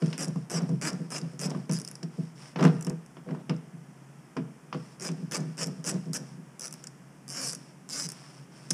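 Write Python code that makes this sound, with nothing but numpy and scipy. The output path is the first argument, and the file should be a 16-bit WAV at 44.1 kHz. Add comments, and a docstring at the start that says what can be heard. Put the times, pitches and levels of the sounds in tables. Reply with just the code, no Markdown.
"""Socket ratchet in a wheel arch.

A ratchet on a long extension undoes a truck bolt in a quiet workshop. On each back swing the
pawl skips over the teeth and shakes the bar; on each drive swing the thread rasps and the bar
jolts the arch panel. A glove rubs the tyre. Once the handle swings down and clatters on the wheel."""
import sys
import numpy as np
from scipy import signal
from scipy.fft import rfft, irfft
from scipy.io import wavfile

SR = 44100
rng = np.random.default_rng(int(sys.argv[2]) if len(sys.argv) > 2 else 0)


def dump_mix(stems):
    """Bounce the given channels to the path in sys.argv[1] as a 16-bit WAV at rate SR."""
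    frames = np.atleast_2d(stems).T  # one column per channel
    limited = np.clip(frames, -1, 1)  # hard clip at full scale
    pcm = np.round(limited * 32767).astype(np.int16)
    wavfile.write(sys.argv[1], SR, pcm)


N = 384993

# Back swings, each followed by a drive swing under load:
# start_s, end_s, top_teeth_per_s, first_click_db, last_click_db, rattle_db, load_db
BACK_SWINGS = [(0.179, 0.251, 276, -25, -28.5, -0.5, -23), (0.4987, 0.595, 314, -26, -30.5, -1.5, -18),
               (0.814, 0.905, 330, -25.5, -28.5, 1.5, -24), (1.104, 1.189, 314, -28.5, -29, -0.5, -25),
               (1.3928, 1.472, 310, -25.5, -31, -3.5, -23), (1.713, 1.78, 228, -22.5, -33.5, -8, -35),
               (4.998, 5.091, 226, -27.5, -28.5, -2, -28), (5.312, 5.379, 293, -26.5, -28, -2, -23),
               (5.571, 5.646, 279, -28.5, -22, -2.5, -23.5), (5.842, 5.916, 300, -24, -23, -7, -20.5),
               (6.133, 6.175, 302, -20, -29.5, -6.5, -30.5), (6.595, 6.684, 148, -24.5, -32, -9.5, -41),
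               (7.28, 7.531, 268, -26.5, -26.5, -8.5, -38.5), (7.89, 8.071, 300, -24.5, -26.5, -10, -48)]
# Handle coasting to rest: start_s, stop_s, first_gap_s, level_db
HANDLE_COASTS = [(0.255, 0.29, .027, -31.5), (1.7874, 1.83, .0115, -28), (1.8486, 1.89, .0277, -25),
                 (1.886, 1.99, .0272, -28.5), (2.81, 2.835, 0.015, -27), (2.848, 2.92, .0198, -27.5),
                 (3.062, 3.07, .02, -44.5), (3.5644, 3.57, .02, -45), (5.661, 5.675, 0.0088, -30),
                 (6.7263, 6.75, .013, -29.5), (6.8407, 6.89, .03, -28.5), (7.5326, 7.56, 0.017, -24),
                 (8.089, 8.135, 0.012, -26), (8.7093, 8.711, .02, -14)]
# Hard knocks of socket and handle: start_s, level_db, ring_db, tilt_db_per_oct, panel_jolt_db
TOOL_KNOCKS = [(0.021, -32.5, -10, 1, -15), (0.059, -38.5, -1, 8.5, -39), (0.128, -29.5, -10, 8, -34),
               (0.358, -28, -21, -5.5, -23), (0.691, -26.5, -14, -5, -23.5), (1.503, -36, 8, 0, -37),
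               (1.548, -25, -23, -3.5, -23), (1.694, -32.5, -1.5, 1, -25), (2.0295, -39.5, 6, 7.5, -24.5),
               (2.559, -24.5, -30, 1, -24), (2.594, -21, -19, -1.5, -35), (2.608, -19.5, -17, -2.5, -11.5),
               (2.626, -19.5, -12, 1.5, -19), (2.639, -22.5, -8.5, -0.5, -7.5),
               (2.65, -18.5, -12, -0.5, -18), (2.667, -23, -15.5, -4.5, -27), (2.868, -28.5, -17, 0, -18.5),
               (2.902, -23, -29, -4, -21.5), (3.168, -36.5, -31, -0.5, -38), (3.288, -32, -31, -2, -30),
               (3.308, -27.5, -25, -2, -22), (3.348, -31.5, -21, -2.5, -29), (3.495, -24.5, -7.5, 0.5, -16),
               (4.367, -22.5, -18, -2, -18.5), (4.727, -25, -36, 2.5, -36), (4.746, -27.5, -23, -3, -22),
               (5.089, -33, -4, 5, -23), (8.7052, -40, 25, -5, -26)]
# Dull bumps of hand and tool on the panel: start_s, level_db, tilt_db_per_oct
PANEL_BUMPS = [(0.074, -25, -7), (0.724, -20.5, -7), (1.002, -23, 0), (1.457, -20.5, -6),
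               (1.699, -16.5, -8.5), (2.186, -20.5, -1.5), (2.719, -19, -4), (3.269, -29, 5),
               (3.734, -33.5, -11), (5.226, -25, -2.5), (6.094, -26.5, -1), (6.38, -32.5, -6),
               (8.05, -32, -1)]
# Bolt turned without ratcheting: start_s, end_s, level_db
HAND_TURNS = [(0, .18, -51), (2.1, 2.32, -60), (2.35, 2.54, -53.5), (2.56, 2.83, -55), (4.72, 4.98, -59.5),
              (8.06, 8.46, -57), (8.5, 8.78, -57)]
# Glove sliding over the tyre to a new grip: start_s, end_s, level_db
GRIP_CHANGES = [(0, .18, -51), (1.42, 1.63, -49.5), (2.58, 2.71, -29), (3.26, 3.43, -50),
                (3.505, 3.56, -47.5)]
# Modes of ratchet head and socket: pitch_hz, level_db, t60_s
STEEL_MODES = [(4680, -24, 0.0081), (5100, -18, 0.042), (5370, -2.5, 0.025), (5400, -9, 0.038),
               (6350, 0, 0.033), (6700, -8, 0.039), (6600, -18, 0.0084), (8200, -3, 0.017),
               (8720, -40, .015), (9600, -2, 0.078)]
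# Modes of the arch panel: pitch_hz, level_db, t60_s
PANEL_MODES = [(149, -16, .14), (162, -0.5, .24), (181, 7, .11), (219, -6, .22), (255, -2, .17),
               (315, -8, .18), (339, -8, .17), (364, -5.5, .16), (431, -10.5, .18), (474, -7, .13),
               (640, -16, .18)]
# Pawl snap: freq_hz, level_db
PAWL_SPECTRUM = [(2500, -23), (3900, -20.5), (4500, -12.5), (5100, 3), (5600, 3.5), (6400, -5), (7500, -3),
                 (10000, -7.5), (11200, -15), (12200, -29), (13500, -23), (15500, -35)]
# Extension bar rattle: freq_hz, level_db
BAR_SPECTRUM = [(200, 6.5), (450, 5.5), (800, -5.5), (1200, 0), (1550, -0.5), (1800, -1.5), (2020, -6.5),
                (2450, -4.5), (2950, -6), (3800, -19.5), (6000, -55)]
# Steel-on-steel crack: freq_hz, level_db
KNOCK_SPECTRUM = [(130, 8), (300, 2), (600, -3.5), (1000, 0), (1500, -6.5), (2000, -11), (2900, -11.5),
                  (4000, -25), (5300, -19), (10000, -64)]
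# Thread rasp: freq_hz, level_db
THREAD_SPECTRUM = [(300, -2.5), (900, -1), (1600, -3), (3000, -5.5), (4000, -12.5), (4800, -3.5),
                   (5400, 3.5), (6300, -10), (8000, -8.5), (9600, -7.5), (11500, -29), (15000, -32)]
# Glove rub: freq_hz, level_db
GLOVE_SPECTRUM = [(110, -24.5), (160, -5.5), (400, 1.5), (700, -6.5), (1400, -17), (3000, -27),
                  (4500, -30.5), (10000, -50)]
# Workshop air: freq_hz, level_db
AIR_SPECTRUM = [(25, -19.5), (70, 2), (105, -8.5), (135, -0.5), (160, -5.5), (246, -12), (500, -24),
                (900, -25), (1700, -29.5), (3170, -37.5), (4040, -48.5), (5400, -36), (6550, -40),
                (9600, -39.5), (12000, -50.5), (15500, -55)]

DRIVE_S, TAKE_UP_S = .21, .025  # longest drive swing; slack before the pawl takes the load


def ratchet(end_speed_ratio=.45, jitter=.06, scatter_db=2, swell_db=5, max_teeth=80):
    """The pawl skips faster, then slower, through each back swing; teeth go from bright to round."""
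    out = np.zeros(N)
    stages = np.linspace(0, 1, 5)
    for start_s, end_s, top_teeth_per_s, first_db, last_db, rattle_db, _ in BACK_SWINGS:
        # Neighbouring teeth sound alike, so a fast run takes on a pitch.
        alike = np.array([(tooth(tilt), bar_shudder()) for tilt in np.linspace(3, -5, len(stages))])
        loose = np.array([(tooth(), bar_shudder()) for _ in range(6)])
        deviations = rng.standard_normal((max_teeth, 2))
        picks = rng.integers(len(loose), size=max_teeth)
        at_s = start_s
        for (late, strength), pick in zip(deviations, picks):
            if at_s > end_s:
                break
            progress = (at_s - start_s) / (end_s - start_s)
            arc = np.sin(np.pi * progress)
            blend = np.sqrt(np.maximum(1 - np.abs(stages - progress) / stages[1], 0))
            click, rattle = np.tensordot(blend, alike, 1) + .71 * loose[pick]
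            # The bar shakes most while the hand speeds up.
            bar_db = rattle_db - 3.5 + 3 * (arc - 1) - 4 * (progress - .5)
            force = np.sin(np.pi * progress ** 2.37)  # peaks after mid-swing
            level_db = first_db + (last_db - first_db) * progress
            level_db += scatter_db * strength + swell_db * (force - .6)
            add(out, at_s, undb(level_db) * (peak(click) + undb(bar_db) * peak(rattle)))
            teeth_per_s = top_teeth_per_s * (end_speed_ratio + (1 - end_speed_ratio) * arc)
            at_s += (1 + jitter * late) / teeth_per_s
    return out


def tooth(tilt_db_per_oct=0, snap_t60_s=.007, rise_s=.00012, bounce_s=.0015, bounce_db=-5, ring_db=-20):
    """The pawl snaps into a tooth gap, bounces once and rings the steel."""
    t = clock(.04)
    snap = rng.standard_normal(len(t)) * fade(t, snap_t60_s) * (1 - np.exp(-t / rise_s))
    delay_s = bounce_s * rng.uniform(.591, 1.6)
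    snap += undb(bounce_db) * np.interp(t - delay_s, t, snap, left=0)
    seating = rng.uniform(.95, 1.07)  # no two teeth seat alike
    snap = colour(snap, [(hz * seating, db + tilt_db_per_oct * np.log2(hz)) for hz, db in PAWL_SPECTRUM])
    steel = ring(STEEL_MODES, t, tilt_db_per_oct, scatter_db=4, detune=.04)
    return peak(peak(snap) + undb(ring_db) * peak(steel))


def bar_shudder(t60_s=.034):
    """One tooth shakes the long extension bar."""
    t = clock(.04)
    return peak(colour(rng.standard_normal(len(t)) * fade(t, t60_s), BAR_SPECTRUM))


def coasting_teeth(gap_growth=1.5, rattle_db=-15):
    """Lone, crisp teeth, ever further apart as the handle comes to rest."""
    out = np.zeros(N)
    for at_s, stop_s, gap_s, level_db in HANDLE_COASTS:
        while at_s < stop_s:
            add(out, at_s, undb(rng.normal(level_db, 1)) * tooth(tilt_db_per_oct=3, snap_t60_s=.0046))
            add(out, at_s, undb(level_db + rattle_db) * bar_shudder())
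            at_s += gap_s
            gap_s *= gap_growth
    return out


def drive_swings():
    """A drive follows each back swing, at most until the next: start_s, end_s, load_db."""
    next_starts_s = [swing[0] for swing in BACK_SWINGS[1:]] + [np.inf]
    return [(turn_s, min(turn_s + DRIVE_S, next_s), load_db)
            for (_, turn_s, *_, load_db), next_s in zip(BACK_SWINGS, next_starts_s)]


def pawl_catches(level_db=-39, scatter_db=2):
    """The pawl clinks as each drive swing takes up the slack."""
    out = np.zeros(N)
    for turn_s, *_ in drive_swings():
        gain = undb(rng.normal(level_db, scatter_db))
        add(out, turn_s + TAKE_UP_S, gain * tooth(tilt_db_per_oct=-5, snap_t60_s=.014))
    return out


def knocks(crack_t60_s=.011, spill_t60_s=.13, spill_db=-12, rise_s=.00085, crack_boost_db=2):
    """Steel meets steel: a crack, a short clang and a spill of sound round the arch."""
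    out, t = np.zeros(N), clock(.3)
    envelope = (fade(t, crack_t60_s) + undb(spill_db) * fade(t, spill_t60_s)) * (1 - np.exp(-t / rise_s))
    for at_s, level_db, ring_db, tilt_db_per_oct, _ in TOOL_KNOCKS:
        spectrum = [(hz, db + tilt_db_per_oct * np.log2(hz)) for hz, db in KNOCK_SPECTRUM]
        crack = peak(colour(rng.standard_normal(len(t)) * envelope, spectrum))
        clang = tooth(tilt_db_per_oct=-7, snap_t60_s=.028)
        add(out, at_s, undb(level_db + crack_boost_db) * crack)
        add(out, at_s, undb(level_db + ring_db) * clang)
    return out


def panel_pushes(knock_lag_s=.00296, wobble_db=-9.5, scatter_db=3.5, wobbles=4):
    """Bumps, knocks, load take-up and bar wobble push the panel: start_s, level_db, tilt_db_per_oct."""
    pushes = list(PANEL_BUMPS) + [(at_s + knock_lag_s, jolt_db, .5) for at_s, *_, jolt_db in TOOL_KNOCKS]
    for (start_s, *_), (turn_s, end_s, load_db) in zip(BACK_SWINGS, drive_swings()):
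        pushes.append((turn_s + TAKE_UP_S, load_db, -4))
        progress = (np.arange(wobbles) + rng.random(wobbles)) / (wobbles + 1)
        for at_s in start_s + (end_s - start_s) * progress:
            pushes.append((at_s, rng.normal(load_db + wobble_db, scatter_db), -1))
    return pushes


def arch_panel(lead_s=.00504, rise_s=.005, trim_db=-2.5):
    """Each push sets the panel booming; the boom swells in over a few milliseconds."""
    out, t = np.zeros(N), clock(.35)
    onset = 1 - np.exp(-t / rise_s)
    for at_s, level_db, tilt_db_per_oct in panel_pushes():
        boom = onset * ring(PANEL_MODES, t, tilt_db_per_oct, scatter_db=1.6, detune=.02)
        add(out, at_s - lead_s, undb(level_db + trim_db) * peak(boom))
    return out


def thread_rasp(drive_db=-61):
    """The bolt rasps in its thread on drive swings and hand turns."""
    drives = [(start_s, end_s, drive_db) for start_s, end_s, _ in drive_swings()]
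    return friction(drives + list(HAND_TURNS), THREAD_SPECTRUM, grain_db=3.5)


def glove_rub(follow_s=.079, rub_re_load_db=-22):
    """The glove drags over the tyre at grip changes and on each stroke, harder with more load."""
    strokes = [(start_s, end_s + follow_s, load_db + rub_re_load_db)
               for start_s, end_s, *_, load_db in BACK_SWINGS]
    return friction(strokes + list(GRIP_CHANGES), GLOVE_SPECTRUM, grain_db=4.5)


def friction(moves, spectrum, grain_db, slip_s=.001):
    """Tiny slips that swell and die with each movement."""
    t = np.arange(N) / SR
    slip_times_s = np.arange(0, N / SR, slip_s)
    slips = np.interp(t, slip_times_s, undb(grain_db * rng.standard_normal(len(slip_times_s))))
    envelope = np.zeros(N)
    for start_s, end_s, level_db in moves:
        progress = np.clip((t - start_s) / (end_s - start_s), 0, 1)
        envelope += undb(level_db) * np.sqrt(np.abs(np.sin(np.pi * progress)))
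    return envelope * unit(colour(slips * rng.standard_normal(N), spectrum))


def room(x, near_t60_s=.13, near_db=-14, far_t60_s=.6, far_db=-19):
    """Quick reflections off tyre and arch, then the dull tail of the hall."""
    t = clock(.99)
    near, far = rng.standard_normal((2, len(t)))
    near *= fade(t, near_t60_s) * (t > .002)
    far *= fade(t, far_t60_s) * (t > .015)
    near = colour(near, [(200, -4.5), (700, -11.5), (12000, -10.5)])
    far = colour(far, [(150, -1), (1500, -1.5), (5000, -7.5), (12000, -11.5)])
    response = undb(near_db) * near / np.linalg.norm(near) + undb(far_db) * far / np.linalg.norm(far)
    return x + signal.fftconvolve(x, response)[:N]


def workshop(air_db=-47, hum_hz=125, hum_db=-61, waver=.38):
    """Steady air noise and the wavering hum of a distant motor."""
    t = np.arange(N) / SR
    drift = waver * np.interp(t, np.linspace(0, N / SR, 60), rng.standard_normal(60))
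    hum = np.sqrt(2) * (1 + drift) * np.sin(2 * np.pi * hum_hz * t + drift)
    air = unit(colour(rng.standard_normal(N), AIR_SPECTRUM))
    return undb(air_db) * air + undb(hum_db) * hum


def ring(modes, t, tilt_db_per_oct, scatter_db, detune):
    """Decaying modes, struck at a slightly different spot and grip each time."""
    pitch_hz, level_db, t60_s = np.transpose(modes)
    strength, shift = rng.standard_normal((2, len(pitch_hz)))
    gains = undb(level_db + scatter_db * strength + tilt_db_per_oct * np.log2(pitch_hz / pitch_hz[0]))
    waves = np.sin(2 * np.pi * np.outer(pitch_hz * (1 + detune * shift), t))
    return gains @ (waves * fade(t, t60_s[:, None]))


def colour(x, spectrum, taps=2048):
    """Minimum-phase, unit-energy filter shaped by (freq_hz, level_db) points."""
    freq_hz, level_db = np.transpose(spectrum)
    bins_hz = np.fft.rfftfreq(taps, 1 / SR)
    gain = undb(np.interp(np.log(bins_hz + 1), np.log(freq_hz), level_db))
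    cepstrum = irfft(np.log(gain))
    cepstrum[1:taps // 2] *= 2
    cepstrum[taps // 2 + 1:] = 0
    response = irfft(np.exp(rfft(cepstrum)))
    return signal.fftconvolve(x, response / np.linalg.norm(response))[:len(x)]


def undb(db):
    """Decibels to gain."""
    return 10 ** (np.asarray(db) / 20)


def unit(x):
    """Scale to rms 1."""
    return x / np.sqrt(np.mean(x ** 2))


def peak(x):
    """Scale to peak 1."""
    return x / np.abs(x).max()


def clock(length_s):
    """Sample times in seconds."""
    return np.arange(int(length_s * SR)) / SR


def fade(t, t60_s):
    """Exponential decay, 60 dB down at t60_s."""
    return np.exp(-np.log(1000) * t / t60_s)


def add(track, at_s, x):
    """Mix x into the track."""
    i = max(int(at_s * SR), 0)
    track[i:i + len(x)] += x[:max(N - i, 0)]


def scene():
    """Tool, panel and hands close by, the workshop around them; mono."""
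    pawl = ratchet() + coasting_teeth() + pawl_catches()
    work = pawl + knocks() + arch_panel() + thread_rasp() + glove_rub()
    return (room(work) + workshop())[None]


def record(dry, low_cut_hz=130, leak_db=-28, high_cut_hz=15100):
    """The microphone passes little bass; the top is cut."""
    highpass = signal.ellip(8, .5, 50, low_cut_hz, "high", fs=SR, output="sos")
    lowpass = signal.ellip(8, .2, 70, high_cut_hz, fs=SR, output="sos")
    thinned = signal.sosfilt(highpass, dry) + undb(leak_db) * dry
    return signal.sosfilt(lowpass, thinned)


dry = scene()
out = record(dry)
dump_mix(out)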